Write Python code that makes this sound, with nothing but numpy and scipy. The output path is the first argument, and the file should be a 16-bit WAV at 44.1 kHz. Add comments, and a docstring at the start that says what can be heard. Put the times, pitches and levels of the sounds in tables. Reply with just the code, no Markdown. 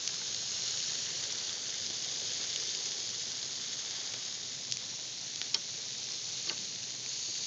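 """A close hiss of frying fat, spitting and popping: meat patties on an outdoor grill at night, just above the grate.
Random clicks ringing at many pitches, over noise, make the sizzle, sputter and simmer; sharp snaps make the spits.
Juice wells up now and then, and coloured noise murmurs below as the fire.
A metal utensil taps the grate twice as ringing modes, and bursts of noise knock dully in the grill's body.
Near the end a pressed patty lets out a jet of steam: noise through two resonances."""
import sys
import numpy as np
from scipy import signal
from scipy.fft import rfft, irfft, next_fast_len
from scipy.io import wavfile

SR = 44100
rng = np.random.default_rng(int(sys.argv[2]) if len(sys.argv) > 2 else 0)


def persist_wave(psi):
    """Save psi, clipped to +-1, as 16-bit WAV."""
    counts = np.round(np.clip(psi, -1, 1) * 32767).astype(np.int16)
    wavfile.write(sys.argv[1], SR, np.atleast_2d(counts).T)


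N = 329118  # length [samples]
USUAL_VIGOUR_DB = -38.5  # frying vigour at which the sputter and the lesser spits have their stated settings


def from_db(db):
    """Decibels to gain."""
    return 10 ** (np.asarray(db) / 20)


def rms_one(x):
    """Scale to an rms of 1."""
    return x / np.sqrt(np.mean(x ** 2) + 1e-20)


def in_time(rows):
    """Each column of a curve, interpolated at every sample."""
    s, *columns = np.transpose(rows)
    return [np.interp(np.arange(N) / SR, s, column) for column in columns]


def swells(rows):
    """Bell-shaped rises, summed: one curve in dB for each level column."""
    middle_s, half_s, *rises_db = np.transpose(rows)
    offset_s = np.arange(N) / SR - middle_s[:, None]
    bells = np.exp(-(offset_s / half_s[:, None]) ** 2)
    return np.array(rises_db) @ bells


def drift(rate):
    """Slow chance with a spread of 1, changing about rate times a second."""
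    r = np.exp(-40 * np.pi * rate / SR)  # worked out at every 20th sample
    noise = rng.standard_normal(N // 20 + 4002)
    slow = signal.lfilter([1], [1, -2 * r, r * r], noise)[4000:]  # drop the filter's start
    return np.interp(np.arange(N) / 20, np.arange(len(slow)), rms_one(slow))


def coloured(x, spectrum):
    """Give a steady texture its colour by weighting its spectrum; rms 1."""
    size = next_fast_len(N + SR // 10)
    hz, level_db = np.transpose(spectrum)
    bins_hz = np.maximum(np.arange(size // 2 + 1) * SR / size, 1)
    weight_db = np.interp(np.log(bins_hz), np.log(hz), level_db, -90, -90)
    return rms_one(irfft(rfft(x, size) * from_db(weight_db), size)[:N])


def resonance(x, hz, width_hz):
    """Two-pole resonance with a gain of 1 on top."""
    r = np.exp(-np.pi * width_hz / SR)
    feed = np.array([1, 0, -1]) * (1 - r * r) / 2
    return signal.lfilter(feed, [1, -2 * r * np.cos(2 * np.pi * hz / SR), r * r], x + 1e-18)


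def low_cut(x, hz):
    """Small things radiate little bass."""
    return signal.sosfilt(signal.butter(3, hz, "high", fs=SR, output="sos"), x)


def add(out, s, sound):
    """Mix a short sound in at s seconds."""
    at = round(s * SR)
    out[at:at + len(sound)] += sound[:max(N - at, 0)]


def scattered(x, tail_db, fade_s):
    """The grate and the walls of the grill scatter a short spray of reflections after each sound."""
    t = np.arange(SR // 50) / SR
    spray = rng.standard_normal(len(t)) * np.exp(-t / fade_s)
    spray /= np.linalg.norm(spray)
    return x + from_db(tail_db) * signal.fftconvolve(x, spray)[:len(x)]


def bursts(per_s, spread_db, clump_db, clump_rate):
    """Bubbles burst at random, in clumps, as clicks of either sign; most are tiny, a few are large."""
    chance = per_s * from_db(clump_db * drift(clump_rate)) / SR
    born = rng.random(N) < chance
    sizes = from_db(spread_db * np.minimum(rng.exponential(1, N), 4.2))
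    return born * sizes * rng.choice([-1, 1], N)


def bubbles(clicks, low_hz, high_hz, width_hz, count=12):
    """Each burst rings briefly at one of count pitches, dealt at random; rms 1."""
    dealt = rng.integers(0, count, N)
    pitches_hz = np.linspace(low_hz, high_hz, count)
    return rms_one(sum(resonance(clicks * (dealt == k), hz, width_hz) for k, hz in enumerate(pitches_hz)))


def rumble(roar_db):
    """Low rumble under the grill: coloured noise whose level wanders slowly."""
    # colour of the rumble: (frequency [Hz], relative level [dB])
    rumble_colour = [(25, -48.5), (40, -39.5), (62, -22), (82, -13.5), (98, -2), (110, -5.5), (123, 1.5),
                     (140, -2.5), (160, -3.5), (200, -8), (260, -6.5), (350, -19), (600, -30)]
    level_db = -60.5 + roar_db + 0.67 * drift(4.3)
    return from_db(level_db) * coloured(rng.standard_normal(N), rumble_colour)


def fire(flutter_db):
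    """The fire flutters below the grate: coloured noise of unsteady level that slowly falls."""
    # colour of the fire: (frequency [Hz], relative level [dB])
    fire_colour = [(120, -20), (250, -8.5), (330, -2), (410, 1), (510, 0), (640, -6.5), (900, -13),
                   (1500, -29.5)]
    start_db, db_per_s = -61.5, -0.22
    level_db = start_db + db_per_s * np.arange(N) / SR + flutter_db + 1.4 * drift(24)
    return from_db(level_db) * coloured(rng.standard_normal(N), fire_colour)


def simmer(welling_db):
    """Larger, slower bubbles of juice ring low over noise, and slowly die down."""
    # colour of the simmer: (frequency [Hz], relative level [dB])
    simmer_colour = [(350, -21), (650, -1), (900, -1.5), (1300, -2.5), (1700, -5), (2600, -19)]
    start_db, db_per_s = -58.3, -0.66
    clicks = bursts(per_s=900, spread_db=2.0, clump_db=4, clump_rate=15)
    juice = bubbles(clicks, 500, 1880, width_hz=260)
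    texture = juice + from_db(9.5) * rng.standard_normal(N)
    level_db = start_db + db_per_s * np.arange(N) / SR + welling_db
    return from_db(level_db) * coloured(texture, simmer_colour)


def bumps():
    """A soft, rough push swells and dies, and sets the hollow body of the grill sounding."""
    # dull knocks: (time [s], level [dB], swell time [s], brightness as low-pass edge [Hz])
    knocks = [(.214, -42.5, 0.0022, 2500), (1.899, -44.5, 0.0023, 650), (3.982, -51.5, 0.0029, 1200),
              (4.133, -47.5, 0.0035, 1500), (5.415, -45, .001, 1500), (5.541, -43.5, 0.0095, 1900),
              (6.466, -50, 0.01, 1500), (6.495, -42.5, 0.01, 2000), (6.581, -55, .016, 110),
              (7.277, -51.5, 0.0066, 450)]
    # resonances of the sheet-metal body: (frequency [Hz], width [Hz], relative level [dB])
    body = [(202, 46, -1), (323, 89, 1.5), (480, 170, -3.5), (626, 39, -0.5), (895, 53, -3.5),
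            (1150, 62, 0.5), (1520, 57, 1.5), (1850, 56, 3), (2135, 45, 2.5)]
    out, t = np.zeros(N), np.arange(SR // 4) / SR
    for (s, level_db, swell_s, bright_hz), noise in zip(knocks, rng.standard_normal((len(knocks), len(t)))):
        shape = t / swell_s * np.exp(1 - t / swell_s)
        push = signal.sosfilt(signal.butter(2, bright_hz, fs=SR, output="sos"), noise * shape)
        # neighbouring resonances take opposite signs
        sound = sum((-1) ** k * from_db(db) * resonance(push, hz, width_hz)
                    for k, (hz, width_hz, db) in enumerate(body))
        sound = low_cut(sound + from_db(-13) * resonance(push, 900, 2500), 140)
        add(out, s, from_db(level_db) * sound * np.linalg.norm(shape) / np.linalg.norm(sound))
    return out


def steam_jet():
    """Steam forced through a narrow gap hisses with a faint pitch, rising and then holding."""
    # resonances, each passed twice: (frequency [Hz], width of one pass [Hz], relative level [dB])
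    gap = [(4530, 260, 1), (6550, 770, -1)]
    start_s, rise_s, level_db = 7.03, 0.073, -43
    flow = rng.standard_normal(N)
    opening = np.clip((np.arange(N) / SR - start_s) / rise_s, 0, 1)
    hiss = sum(from_db(db) * resonance(resonance(flow, hz, width_hz), hz, width_hz)
               for hz, width_hz, db in gap)
    return from_db(level_db) * opening * rms_one(hiss)


def taps():
    """Metal on metal: a gritty contact, then modes that the meat soon damps; the point of contact favours some."""
    # contacts with the grate: (time [s], strength [dB], favoured pitch [Hz], reach of that favour [octaves])
    contacts = [(5.5428, -19, 4800, .5), (5.5443, -17.5, 2650, .3), (5.5454, -8.5, 4940, 0.39),
                (5.5522, -21.5, 3200, 0.16), (6.472, -21, 4800, .2), (6.4908, -18.5, 4600, 0.11),
                (6.4958, -13.5, 4560, 0.079), (6.497, -18, 2800, 0.07)]
    # ring of utensil and grate: (frequency [Hz], relative level [dB], time to fall by 60 dB [s])
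    metal = [(2450, -9, 0.026), (2815, -14, 0.049), (3204, -9.5, 0.068), (3480, -25, .04),
             (3950, -3.5, 0.028), (4320, -10, 0.031), (4500, -12, 0.027), (4720, -19, .03),
             (5400, -5.5, 0.032), (5940, -20, 0.033), (6650, -17, 0.022)]
    out, t = np.zeros(N), np.arange(SR // 5) / SR
    hz, mode_db, t60 = np.transpose(metal)[:, :, None]
    phases = rng.uniform(0, 2 * np.pi, (len(contacts), len(metal), 1))
    grits = rng.standard_normal((len(contacts), len(t))) * np.exp(-t / .0005)
    for (s, strength_db, favoured_hz, reach), phase, grit in zip(contacts, phases, grits):
        favour_db = -6 * np.log2(1 + (np.log2(hz / favoured_hz) / reach) ** 2)
        decay = from_db(mode_db + favour_db - 60 * t / t60)
        ring = np.sum(decay * np.sin(2 * np.pi * hz * t + phase), axis=0)
        tick = resonance(grit, favoured_hz, 5000 * reach)
        tick /= np.linalg.norm(tick)
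        add(out, s, from_db(strength_db) * (from_db(-5.5) * ring + from_db(6.0) * tick))
    return low_cut(out, 1200)


def lesser_spits(vigour_db):
    """Random small drops, as rows for pops(); harder frying makes them more frequent and stronger."""
    usual_per_s, usual_db, spread_db, pitch_hz, edge_hz = 3.0, -17, 2.5, 5100, 2100  # dB before the gain in pops()
    excess_db = vigour_db - USUAL_VIGOUR_DB
    born = np.flatnonzero(rng.random(N) < usual_per_s * from_db(excess_db) / SR)
    energy_db = usual_db + excess_db + spread_db * rng.standard_normal(N)
    return [(at / SR, energy_db[at], pitch_hz, edge_hz) for at in born]


def pops(drops, width_hz=3400, spray_db=-14.0, spray_s=0.0011, gain_db=2.2):
    """A drop of fat bursts: one sharp snap and a few milliseconds of spray, cut below the drop's lower edge."""
    out, t = np.zeros(N), np.arange(SR // 50) / SR
    for (s, energy_db, hz, edge_hz), noise in zip(drops, rng.standard_normal((len(drops), len(t)))):
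        push = (t == 0) + from_db(spray_db) * noise * np.exp(-t / spray_s)
        snap = low_cut(resonance(push, hz, width_hz), edge_hz)
        add(out, s, from_db(energy_db + gain_db) * snap / np.linalg.norm(snap))
    return out


def frying(vigour_db, welling_db):
    """Fine sizzle and coarser sputter over smooth steam; the sharpest crackles sound in both."""
    # colour of the fine sizzle: (frequency [Hz], relative level [dB])
    sizzle_colour = [(1500, -36.5), (2300, -14.5), (2800, -10), (3200, -6), (3700, -3), (4500, -1),
                     (5100, -1), (5700, -1), (6600, 0.5), (7500, -3.5), (9000, 1.5)]
    # colour of the coarse sputter: (frequency [Hz], relative level [dB])
    sputter_colour = [(700, -19.5), (1300, -9), (1750, -3.5), (2100, -0.5), (2600, -2.5), (3300, 0),
                      (5000, -15.5)]
    sizzle_gain_db = 1.25
    usual_sputter_db, sputter_db_per_s = -53.5, -0.2551
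    follows = 0.43  # share of the sizzle's swing in dB
    crackle_clicks = bursts(per_s=230, spread_db=3.0, clump_db=2, clump_rate=30)
    crackle = rms_one(scattered(crackle_clicks, tail_db=0, fade_s=0.0015))
    fine_clicks = bursts(per_s=5500, spread_db=3.0, clump_db=1.66, clump_rate=60)
    fine = bubbles(fine_clicks, 2200, 8180, width_hz=1200)
    coarse_clicks = bursts(per_s=1400, spread_db=1.5, clump_db=2.5, clump_rate=25)
    coarse = bubbles(coarse_clicks, 1100, 3790, width_hz=400)
    # the plain noise is the smooth steam
    sizzle = coloured(fine + from_db(-2.0) * crackle + from_db(2.0) * rng.standard_normal(N), sizzle_colour)
    sputter = coloured(coarse + from_db(3.5) * crackle + from_db(3.0) * rng.standard_normal(N), sputter_colour)
    sputter_db = usual_sputter_db + follows * (vigour_db - USUAL_VIGOUR_DB)
    sputter_db = sputter_db + sputter_db_per_s * np.arange(N) / SR + welling_db
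    surge_db = .3 * drift(14)  # steam escapes from under the meat in small surges
    mix = from_db(vigour_db + sizzle_gain_db) * sizzle + from_db(sputter_db) * sputter
    return from_db(surge_db) * mix


def reflected(x, echo_db=-18.0, phase_rad=1.6):
    """One early reflection ripples the spectrum; the ripples glide upwards as its path shortens."""
    # nearby surface, as the microphone moves: (time [s], extra path [m])
    detour = [(0, 0.29), (1.9, 0.23), (4, 0.23), (5.2, 0.19), (5.9, 0.192), (6.5, 0.18)]
    detour_m, = in_time(detour)
    echo = np.real(signal.hilbert(x, next_fast_len(N))[:N] * np.exp(1j * phase_rad))
    lag = detour_m / 343 * SR  # in samples, at 343 m/s
    return x + from_db(echo_db) * np.interp(np.arange(N) - lag, np.arange(N), echo)


def scene():
    """Open air: only the grill and surfaces close to it reflect."""
    # vigour of the frying, as the fine sizzle before its gain: (time [s], level [dB])
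    vigour = [(0.0, -38), (0.41, -37), (0.66, -36), (1.02, -36), (1.68, -38.5), (1.97, -37), (2.53, -36.5),
              (3.05, -37.5), (3.45, -39), (4.26, -39), (4.49, -40.5), (5.15, -41), (5.82, -40.5),
              (6.25, -38.5), (6.77, -40), (7.06, -40.5), (7.25, -38), (7.46, -38)]
    # juice wells out and boils off: (middle [s], half length [s], sputter rise [dB], simmer rise [dB])
    wellings = [(1.35, 0.51, 2.8, 2), (2.5, 0.33, 2.7, .3), (4.0, 0.34, 2.2, 4)]
    # the fire flares: (middle [s], half length [s], flutter rise [dB], rumble rise [dB])
    flares = [(.9, 0.59, 2.2, .8), (2.5, 0.99, 4, 0), (6.8, 0.18, 0.2, 2)]
    # loudest spits: (time [s], energy before the gain in pops() [dB], pitch [Hz], lower edge [Hz])
    loud_drops = [(0.0765, -4.5, 5300, 2180), (0.3458, -13, 4840, 2200), (1.3242, -12, 5830, 2800),
                  (1.4945, -13, 4500, 1700), (1.901, -14, 5420, 2500), (2.5607, -10, 3900, 2000),
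                  (2.8602, -12, 5440, 2500), (3.4289, -13, 5380, 2800), (4.1403, -14, 4600, 1800),
                  (4.2258, -16, 5510, 2500), (4.714, -11, 5400, 2700), (4.723, -4, 5000, 1750),
                  (4.771, -10.5, 4200, 1610), (5.3597, -12.5, 5380, 2800), (5.4158, -7, 4700, 850),
                  (7.0623, -15, 3930, 1500)]
    vigour_db, = in_time(vigour)
    sputter_rise_db, simmer_rise_db = swells(wellings)
    flutter_db, roar_db = swells(flares)
    murmur = rumble(roar_db) + fire(flutter_db) + simmer(simmer_rise_db)
    steady = reflected(murmur + frying(vigour_db, sputter_rise_db)) + steam_jet()
    sharp = scattered(taps() + pops(loud_drops), tail_db=-11, fade_s=0.0033)
    return (steady + bumps() + sharp + pops(lesser_spits(vigour_db)))[None]


def record(dry):
    """The recorder's filters: treble falls steeply from about 7 kHz to a faint shelf, then ends at cutoff_hz."""
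    cutoff_hz = 9170
    edges_hz = [0, 6750, 7000, 7250, 7500, 7750, 8000, 8700, 9300, SR / 2]
    gains_db = [0, 0, -4, -11, -19, -28, -35, -35, -45, -90]  # the shelf at -35 dB is resampling residue
    response = signal.firwin2(255, edges_hz, from_db(gains_db), fs=SR)
    dull = signal.fftconvolve(dry, response[None], mode="same", axes=1)
    ending = signal.firwin(511, cutoff_hz, window="blackman", fs=SR)
    return signal.fftconvolve(dull, ending[None], mode="same", axes=1)


dry = scene()
out = record(dry)
persist_wave(out)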